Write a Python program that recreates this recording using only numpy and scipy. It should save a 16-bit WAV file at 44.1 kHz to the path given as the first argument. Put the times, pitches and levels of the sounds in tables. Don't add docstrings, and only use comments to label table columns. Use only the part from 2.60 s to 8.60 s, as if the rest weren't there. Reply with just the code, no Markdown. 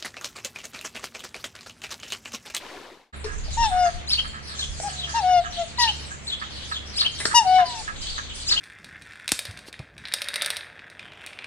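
import sys
import numpy as np
from scipy import signal
from scipy.fft import rfft, irfft
from scipy.io import wavfile
from scipy.ndimage import uniform_filter1d, minimum_filter1d

SR = 44100
rng = np.random.default_rng(int(sys.argv[2]) if len(sys.argv) > 2 else 0)


def materialize(psi):
    bounded = np.clip(np.atleast_2d(psi).T, -1, 1)
    quanta = np.round(bounded * 32767).astype(np.int16)
    wavfile.write(sys.argv[1], SR, quanta)


N = 264600
TIME = np.arange(N) / SR

# top from the accent t/s, rise/s, fall/s,
# start f/Hz, top f/Hz, end f/Hz, relative level/dB; each call scales times and pitch
CHIRRUP_SWEEPS = [(0, .014, 0.0179, 3397, 4340, 3446, -0.37), (.019, .008, .012, 3539, 3900, 2800, -1),
                  (.043, .016, .022, 2903, 3547, 2858, 2)]


def amp(db):
    return 10 ** (np.asarray(db) / 20)


def unit(x):
    return x / np.sqrt(np.mean(x ** 2) + 1e-20)


def read(points, hz):
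    f, value = np.transpose(points)
    return np.interp(np.log(hz + 1), np.log(f + 1), value)


def add(mix, s, sound):
    part = mix[max(round(s * SR), 0):][:len(sound)]
    part += sound[:len(part)]


def colour(x, points):
    n = x.shape[-1]
    gain = amp(read(points, np.fft.rfftfreq(n, 1 / SR)))
    return unit(irfft(rfft(x) * gain, n))


def wander(count, rate):
    hz = np.fft.rfftfreq(SR if count < SR else N, 1 / SR)
    noise = rng.standard_normal(2 * len(hz) - 2)
    return unit(irfft(rfft(noise) / (1 + (hz / rate) ** 4)))[:count]


def resonate(x, hz, width):
    r = np.exp(-np.pi * width / SR)
    pole = r * np.exp(2j * np.pi * hz / SR)
    return 2 * signal.lfilter([1 - r], [1, -pole], x).real


def low_pass(x, hz):
    taps = signal.firwin(401, hz, window=("kaiser", 8), fs=SR)
    return signal.oaconvolve(x, taps[None], "same", axes=1)


def noise_pair(alike):
    shared, own, alike = rng.standard_normal(N), rng.standard_normal((2, N)), np.clip(alike, 0, 1)
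    return np.sqrt(alike) * shared + np.sqrt(1 - alike) * own


def place(x, lead_ms, left_db, near_db, near_t60, far_db, far_t60):
    t = TIME[:SR]
    taps = rng.standard_normal((2, 2, SR)) * (rng.random((2, 2, SR)) < .12)
    near = unit(taps[0] * amp(-60 * t / near_t60) * (t > .002))
    far = unit(taps[1] * amp(-60 * t / far_t60) * np.minimum(t / .045, 1))
    response = (amp(near_db) * near + amp(far_db) * far) / np.sqrt(SR)
    echoes = signal.fftconvolve(x[None], response, axes=1)[:, :N]
    delay = np.exp(-2j * np.pi * np.fft.rfftfreq(N, 1 / SR) * lead_ms / 1000)
    right = irfft(rfft(x) * delay, N)
    return np.array([x * amp(left_db / 2), right * amp(-left_db / 2)]) + echoes


def open_air(air_db):
    # f/Hz, relative density/dB
    air_spectrum = [(20, -13), (50, -2.5), (110, 0), (200, -7), (320, -9.5), (600, -12), (1000, -15),
                    (1600, -13.5), (2400, -12.5), (4000, -23), (6000, -42), (8000, -64), (11000, -50)]
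    return amp(air_db + 0.8 * wander(N, 6.3)) * colour(noise_pair(alike=0.071), air_spectrum)


def wind(wind_db):
    # centre t/s, relative level/dB, 1/e half length/s
    gust_times = [(0.773, -33.5, 0.13), (0.995, -26.5, 0.16), (1.176, -42, 0.14), (1.368, -28, 0.032),
                  (1.64, -38.5, 0.11), (2.124, -32.5, 0.056), (2.88, -44.5, 0.13), (5.229, -45, 0.022),
                  (5.454, -35.5, 0.094), (5.75, -44.5, 0.56)]
    # f/Hz, relative density/dB
    wind_spectrum = [(15, -2), (35, 5.5), (60, -5), (110, -15), (200, -21), (500, -53)]
    gusts = amp(-51.5)
    for s, db, half in gust_times:
        gusts = gusts + amp(db) * np.exp(-((TIME - s) / half) ** 2)
    return amp(wind_db) * gusts * colour(noise_pair(alike=0.13), wind_spectrum)


def pump(hum_db):
    # f/Hz, relative level/dB
    hum_partials = [(71.2, -43.5), (142.2, -52.5), (212.8, -57.5)]
    # t/s, relative level/dB
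    hum_swell = [(.5, -1.5), (2.3, 2.5), (3.8, -1), (5, -2), (6, -7.5)]
    clock = TIME + np.cumsum(.006 * wander(N, 2.4)) / SR
    hum = np.zeros(N)
    for hz, db in hum_partials:
        hum += amp(db + 3.0 * wander(N, 2.17)) * np.sin(2 * np.pi * (hz * clock + rng.random()))
    swell_db = np.interp(TIME, *np.transpose(hum_swell))
    sides = amp([[-1.5], [1.2]])
    return np.sqrt(2) * amp(hum_db + swell_db) * hum * sides


def bubble(hz):
    t = TIME[:2500]
    return np.sin(2 * np.pi * hz * t * (1 + 4 * t)) * np.exp(-t * hz / 6)


def splashing(drops_per_s, spread_db, wash_db):
    # f/Hz, relative level/dB
    water_spectrum = [(40, -9.5), (190, -8.5), (270, -0.5), (420, -11.5), (600, -10.5), (1120, -7.5),
                      (2600, -8), (4000, -8), (7000, -17), (12000, -26.5), (15500, -33), (17000, -70)]
    # t/s, level/dB, starting f/Hz
    plop_times = [(.066, -47, 860), (0.087, -49, 495), (0.123, -46, 1065), (.14, -42, 765),
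                  (.187, -39, 1060), (.262, -42, 730), (0.308, -64, 430)]
    pond_db, hold_s, fade_s, fade_power = -40.5, 0.14, 0.39, 1.43
    drops, plops = np.zeros((2, N)), np.zeros(N)
    sizes = np.geomspace(350, 9000, num=30)
    for hz in sizes:
        struck = rng.random(SR) < drops_per_s / len(sizes) / SR
        hits = struck * amp(spread_db * np.minimum(rng.exponential(1, SR), 3))
        ringing = signal.oaconvolve(hits, bubble(hz))[:SR]
        drops[:, :SR] += ringing * amp(2 * rng.standard_normal((2, 1)))
    wash = amp(wash_db) * noise_pair(alike=0.54)[:, :SR]
    spray = colour(unit(drops[:, :SR]) + wash, water_spectrum)
    for s, db, hz in plop_times:
        add(plops, s, amp(db) * bubble(hz))
    swell = amp(pond_db) * np.clip(1 - (TIME - hold_s) / fade_s, 0, 1) ** fade_power
    spray = np.pad(spray, ((0, 0), (0, N - SR)))
    return (spray * swell + plops) * amp([[1], [-1]])


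def knocks():
    # t/s, body level/dB, 60 dB decay/s, body f/Hz,
    # width of each of two resonators/Hz, crack relative to body/dB
    blows = [(0.641, -28, 0.12, 435, 70, -4), (.878, -37.5, 0.056, 650, 250, -24),
             (2.199, -29, 0.022, 654, 250, 3.5), (4.6, -32, 0.12, 1980, 800, 1.5),
             (4.653, -18.5, 0.024, 1580, 600, 7.5)]
    # f/Hz, relative level/dB
    crack_spectrum = [(100, -10), (250, 1.5), (1500, 2.5), (3000, -4.5), (5300, 4.5), (7000, -11),
                      (11000, -12)]
    out, t = np.zeros(N), TIME[:8192]
    attack = np.minimum(t / .002, 1)
    for s, db, ring, hz, width, crack_db in blows:
        blow = rng.standard_normal(len(t))
        body = unit(resonate(resonate(blow, hz, width), hz, width))
        crack = amp(crack_db) * colour(blow, crack_spectrum)
        add(out, s, attack * amp(db - 60 * t / ring) * (body + crack))
    return place(out, lead_ms=0.079, left_db=5, near_db=-2.5, near_t60=0.27, far_db=-8, far_t60=0.82)


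def duck(pulse_hz, rough, closing):
    # t/s, relative level/dB, nominal length/s (the drive lasts twice that, weak at the end)
    quacks = [(0.528, -29.5, 0.016), (0.662, -32, 0.092), (1.031, -27, 0.025), (1.116, -32.5, 0.14),
              (1.254, -25.5, 0.048), (1.647, -28.5, 0.02), (1.736, -32.5, 0.065), (1.885, -38, 0.098),
              (1.994, -31.5, 0.012), (2.27, -35.5, 0.1), (2.476, -32, 0.07), (2.55, -27.5, 0.045),
              (2.68, -33, 0.041), (2.84, -27, 0.046), (3.509, -32, 0.048), (3.816, -25.5, 0.031),
              (4.114, -21.5, 0.019), (4.417, -24.5, 0.031), (4.714, -21, 0.026), (4.985, -20, 0.038),
              (5.279, -23, 0.034), (5.581, -22.5, 0.02), (5.913, -24, 0.038)]
    # f/Hz, width of each of two resonators/Hz, relative level/dB
    duck_throat = [(1300, 300, -1), (1600, 340, 0), (2400, 600, -26)]
    out = np.zeros(N)
    for s, db, length in quacks:
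        t = TIME[:round(2 * length * SR)]
        turns = np.cumsum(pulse_hz * (1 + 0.0897 * wander(len(t), 83))) / SR
        pulses = np.diff(np.floor(turns), prepend=-1)
        puffs = np.exp(-(turns % 1) / closing) * rng.standard_normal(SR)[:len(t)]
        effort = np.interp(t / length, [0, .2, .8, 1.2, 2], [0.75, 1.0, 0.61, 0.0014, 0.16])
        drive = (unit(pulses) + rough * unit(puffs)) * effort
        voice = sum(amp(g) * resonate(resonate(drive, hz, w), hz, w) for hz, w, g in duck_throat)
        add(out, s, amp(db - 10.5) * unit(voice))
    return place(out, lead_ms=-.35, left_db=-6, near_db=-8, near_t60=.14, far_db=-19, far_t60=.6)


def songbird(calls, syllable, rough, buzz_db, octave_db, rasp_db):
    rise_db, fall_db, power = -15.5, -17, 1.3
    out = np.zeros(N)
    waver, buzz, rasp = wander(N, 500), wander(N, 520), wander(N, 2730)
    for s, db, pitch, stretch in calls:
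        for top_s, rise, fall, start_hz, top_hz, end_hz, sweep_db in syllable:
            t = np.arange(-rise, fall, 1 / (SR * stretch))
            n, u = len(t), np.interp(t, [-rise, 0, fall], [-1, 0, 1])
            bend = abs(u) ** power
            hz = pitch * (top_hz + (np.where(t < 0, start_hz, end_hz) - top_hz) * bend)
            at = rng.integers(N - SR) + np.arange(n)
            phase = 2 * np.pi * np.cumsum(hz * (1 + rough * waver[at])) / SR
            shape_db = np.where(t < 0, rise_db, fall_db) * bend
            swell = amp(db + sweep_db + shape_db + buzz_db * buzz[at])
            swell = swell * (1 + amp(rasp_db) * rasp[at]) * signal.windows.tukey(n, .15)
            whistle = np.sin(phase) + amp(octave_db) * np.sin(2 * phase)
            add(out, s + (top_s - rise) * stretch, swell * whistle)
    return out


def chatter(level_db, spread_db):
    when, loud, pitch, length = rng.random((150, 4)).T
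    levels = level_db + spread_db * loud
    calls = np.transpose([when * N / SR, levels, .9 + 1.4 * pitch ** 2, .5 + length])
    return songbird(calls, CHIRRUP_SWEEPS, rough=0.0429, buzz_db=7.5, octave_db=-10.5, rasp_db=-15)


def sparrows():
    # accent t/s, relative level/dB, pitch factor, length factor
    cheep_calls = [(1.535, -21, 0.99, 1.06), (3.233, -20.5, 0.96, 1.02), (4.411, -20.5, 0.98, .95),
                   (5.923, -20.5, 0.98, 1)]
    chirrup_calls = [(1.995, -24, 0.97, 0.88), (2.397, -26, 0.94, 1.07), (3.682, -23.5, 0.99, 1.1),
                     (4.128, -25, 0.98, 0.92)]
    far_calls = [(.85, -35.5, 1.12, 1.72), (1.03, -25.5, 1.01, 0.66), (1.34, -52, 1.2, 0.68),
                 (2.29, -33, 1.08, 1.9), (2.93, -29, 0.97, 0.9), (3.08, -37, 1.3, 0.5),
                 (3.8, -34, 1.08, 1.15), (3.92, -35.5, 1.046, 2.7), (4.27, -36, 1.32, 1.5),
                 (4.55, -31.5, 1.09, 0.94), (4.88, -30.5, 1.09, 1.65), (5.06, -28, 1.1, 1.2),
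                 (5.16, -35, 1.34, 0.78), (5.42, -26.5, 1.126, 1.17), (5.5, -28.5, 1.08, 1.44),
                 (5.64, -35.5, 0.93, 1.46), (5.76, -33.5, 1.24, 1.36)]
    seep_calls = [(.945, -28, 0.88, 0.77), (1.1, -38.5, 1.04, 2.8), (1.5, -33.5, 1.26, 0.61),
                  (2.02, -31, 0.86, 2), (2.23, -30, 0.94, 1.9), (2.53, -32, 0.79, 2.34),
                  (3.68, -37.5, 0.93, 1.5), (4.38, -30.5, 1.1, 0.81), (4.61, -26, 1.1, 0.75),
                  (4.67, -24.5, 1, 0.95), (5.45, -35.5, 0.9, 2.95), (5.89, -24.5, 0.89, 0.95)]
    # top from the accent t/s, rise/s, fall/s, start f/Hz, top f/Hz, end f/Hz,
    # relative level/dB; each call scales times and pitch
    cheep_sweeps = [(-.029, .03, .016, 3670, 5350, 4900, 0), (-.006, .028, .006, 2450, 4700, 4550, 4),
                    (-.001, .003, .015, 4600, 4500, 2700, 10), (.021, .011, .011, 4400, 4600, 3600, -1),
                    (.057, .021, .016, 2620, 3270, 2700, 4)]
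    seep_sweeps = [(-.005, 0.037, 0.023, 6760, 8150, 7400, -5.5)]
    cheeps = songbird(cheep_calls, cheep_sweeps, rough=.014, buzz_db=2.5, octave_db=-28, rasp_db=-16)
    chirrups = songbird(chirrup_calls, CHIRRUP_SWEEPS, rough=.015, buzz_db=2, octave_db=-22, rasp_db=-15)
    flock = songbird(far_calls, CHIRRUP_SWEEPS, rough=0.0749, buzz_db=4.0, octave_db=-17.5, rasp_db=-9.5)
    seeps = songbird(seep_calls, seep_sweeps, rough=.08, buzz_db=3, octave_db=-50, rasp_db=-9)
    first = place(cheeps, lead_ms=.105, left_db=2.5, near_db=-5, near_t60=.18, far_db=-13, far_t60=.7)
    second = place(chirrups, lead_ms=.115, left_db=2, near_db=-6, near_t60=.22, far_db=-11, far_t60=.7)
    far = amp(-8.0) * flock + amp(-2.5) * seeps + chatter(level_db=-63.5, spread_db=16)
    distant = place(far, lead_ms=.09, left_db=2, near_db=4, near_t60=.2, far_db=1, far_t60=.6)
    return first + second + distant


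def gull(notes, settle_s, sag_power, attack_s, release_s, swell_db, fade_db, slack, jitter):
    # f/Hz, relative level/dB
    gull_throat = [(2200, 0), (2900, 1.5), (3800, -4), (4700, -3.5), (5200, 10), (5700, 3), (6600, -0.5),
                   (7600, -10), (8600, -43), (9500, -0.5), (11000, -26)]
    octave_slack = 0.27
    out = np.zeros(N)
    for s, length, held_hz, scoop, hold, sag, crest, level_db, octave_db, middle_db, top_db in notes:
        t = TIME[:round(length * SR)]
        n, u = len(t), t / length
        slide = 1 + scoop * np.exp(-t / settle_s)
        droop = 1 - sag * np.interp(u, [hold, 1], [0, 1]) ** sag_power
        hz = held_hz * slide * droop
        effort_db = swell_db * np.interp(u, [0, crest], [1, 0]) ** 2
        effort_db = effort_db + fade_db * np.interp(u, [crest, 1], [0, 1]) ** 2
        gate = np.minimum(t / attack_s, 1) * np.minimum((length - t) / release_s, 1)
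        phase = 2 * np.pi * np.cumsum(hz * (1 + jitter * wander(n, 140))) / SR
        reed = (gate * amp(effort_db)) ** slack
        voice = np.cos(phase) + reed ** octave_slack * amp(octave_db) * np.cos(2 * phase)
        for k in range(3, 14):
            high = np.clip((k * hz - 3900) / 700, 0, 1)
            reed_db = (1 - high) * middle_db + high * top_db + read(gull_throat, k * hz)
            level = reed * amp(reed_db + 2.66 * wander(n, 40))
            voice += level * np.cos(k * phase + np.pi * k ** 2 / 7)
        add(out, s, np.sqrt(2) * amp(level_db + effort_db) * gate * voice)
    return out


def gulls():
    # octave level/dB, middle partials level/dB, top partials level/dB
    yelp_notes = [(.969, 0.14, 930.6, -0.1, 0.29, 0.17, 0.5, -20, -16, -16.5, -18.5),
                  (2.229, 0.07, 821, -0.12, 0.64, 0.2, 0.68, -29, -20, -22, -22),
                  (2.538, 0.088, 934, -0.11, 0.36, 0.21, 0.55, -22, -18.5, -15, -21),
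                  (3.18, 0.14, 978, 0.0016, 0.066, 0.18, 0.26, -22.5, -4.5, -12.5, -9),
                  (4.738, 0.1, 958, -0.075, 0.33, 0.17, .33, -14, -17, -6, -9)]
    wail_notes = [(1.098, 0.21, 728.8, 0.055, 0.425, 0.0757, 0.77, -18, -19, -26.5, -29.5),
                  (2.615, .21, 732.4, 0.06, 0.4, 0.079, 0.76, -15.5, -24, -23, -33.5),
                  (2.964, 0.09, 688, 0.0072, 0.45, 0.086, 0.53, -24.5, -23, -22.5, -31),
                  (4.84, 0.22, 741.6, 0.052, 0.64, 0.09, 0.68, -14, -25, -22.5, -39.5)]
    faint_notes = [(2.28, 0.26, 745, .03, .05, 0.122, .4, -51, -25, -30, -25),
                   (4.96, .265, 1037, 0, 0.0997, .185, 0.51, -37.5, -16, -12.5, -25)]
    yelps = gull(yelp_notes, settle_s=0.00765, sag_power=1.65, attack_s=0.0095, release_s=0.0045,
                 swell_db=-4.5, fade_db=-17.5, slack=2.54, jitter=0.006)
    wails = gull(wail_notes, settle_s=.014, sag_power=1.59, attack_s=.03, release_s=0.029,
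                 swell_db=-7, fade_db=-9, slack=1.9, jitter=0.0034)
    cries = gull(faint_notes, settle_s=.01, sag_power=1.6, attack_s=0.04, release_s=0.0086,
                 swell_db=-0.5, fade_db=-2.5, slack=1, jitter=0.013)
    calls = yelps + wails + cries
    wall_s, wall_db = .043, -23
    add(calls, wall_s, amp(wall_db) * (yelps + wails))
    return place(calls, lead_ms=0.051, left_db=5.0, near_db=-33.5, near_t60=0.45, far_db=-21, far_t60=0.61)


def scene():
    park_opens_s, opening_s, park_edge_hz = 0.5257, 0.022, 11050
    background = open_air(air_db=-42.5) + wind(wind_db=-2.5) + pump(hum_db=-1.0)
    park = background + knocks() + duck(pulse_hz=122.6, rough=0.91, closing=1.0) + sparrows() + gulls()
    opening = np.clip((TIME - park_opens_s) / opening_s, 0, 1)
    pond = splashing(drops_per_s=2400, spread_db=4.5, wash_db=1)
    return low_pass(park * opening, park_edge_hz) + pond


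def record(dry):
    ceiling, edge_hz = .9, 15800
    allowed = ceiling / np.maximum(abs(dry).max(axis=0), ceiling)
    gain = uniform_filter1d(minimum_filter1d(allowed, size=441), size=441)
    return low_pass(dry * gain, edge_hz)


dry = scene()
out = record(dry)
materialize(out)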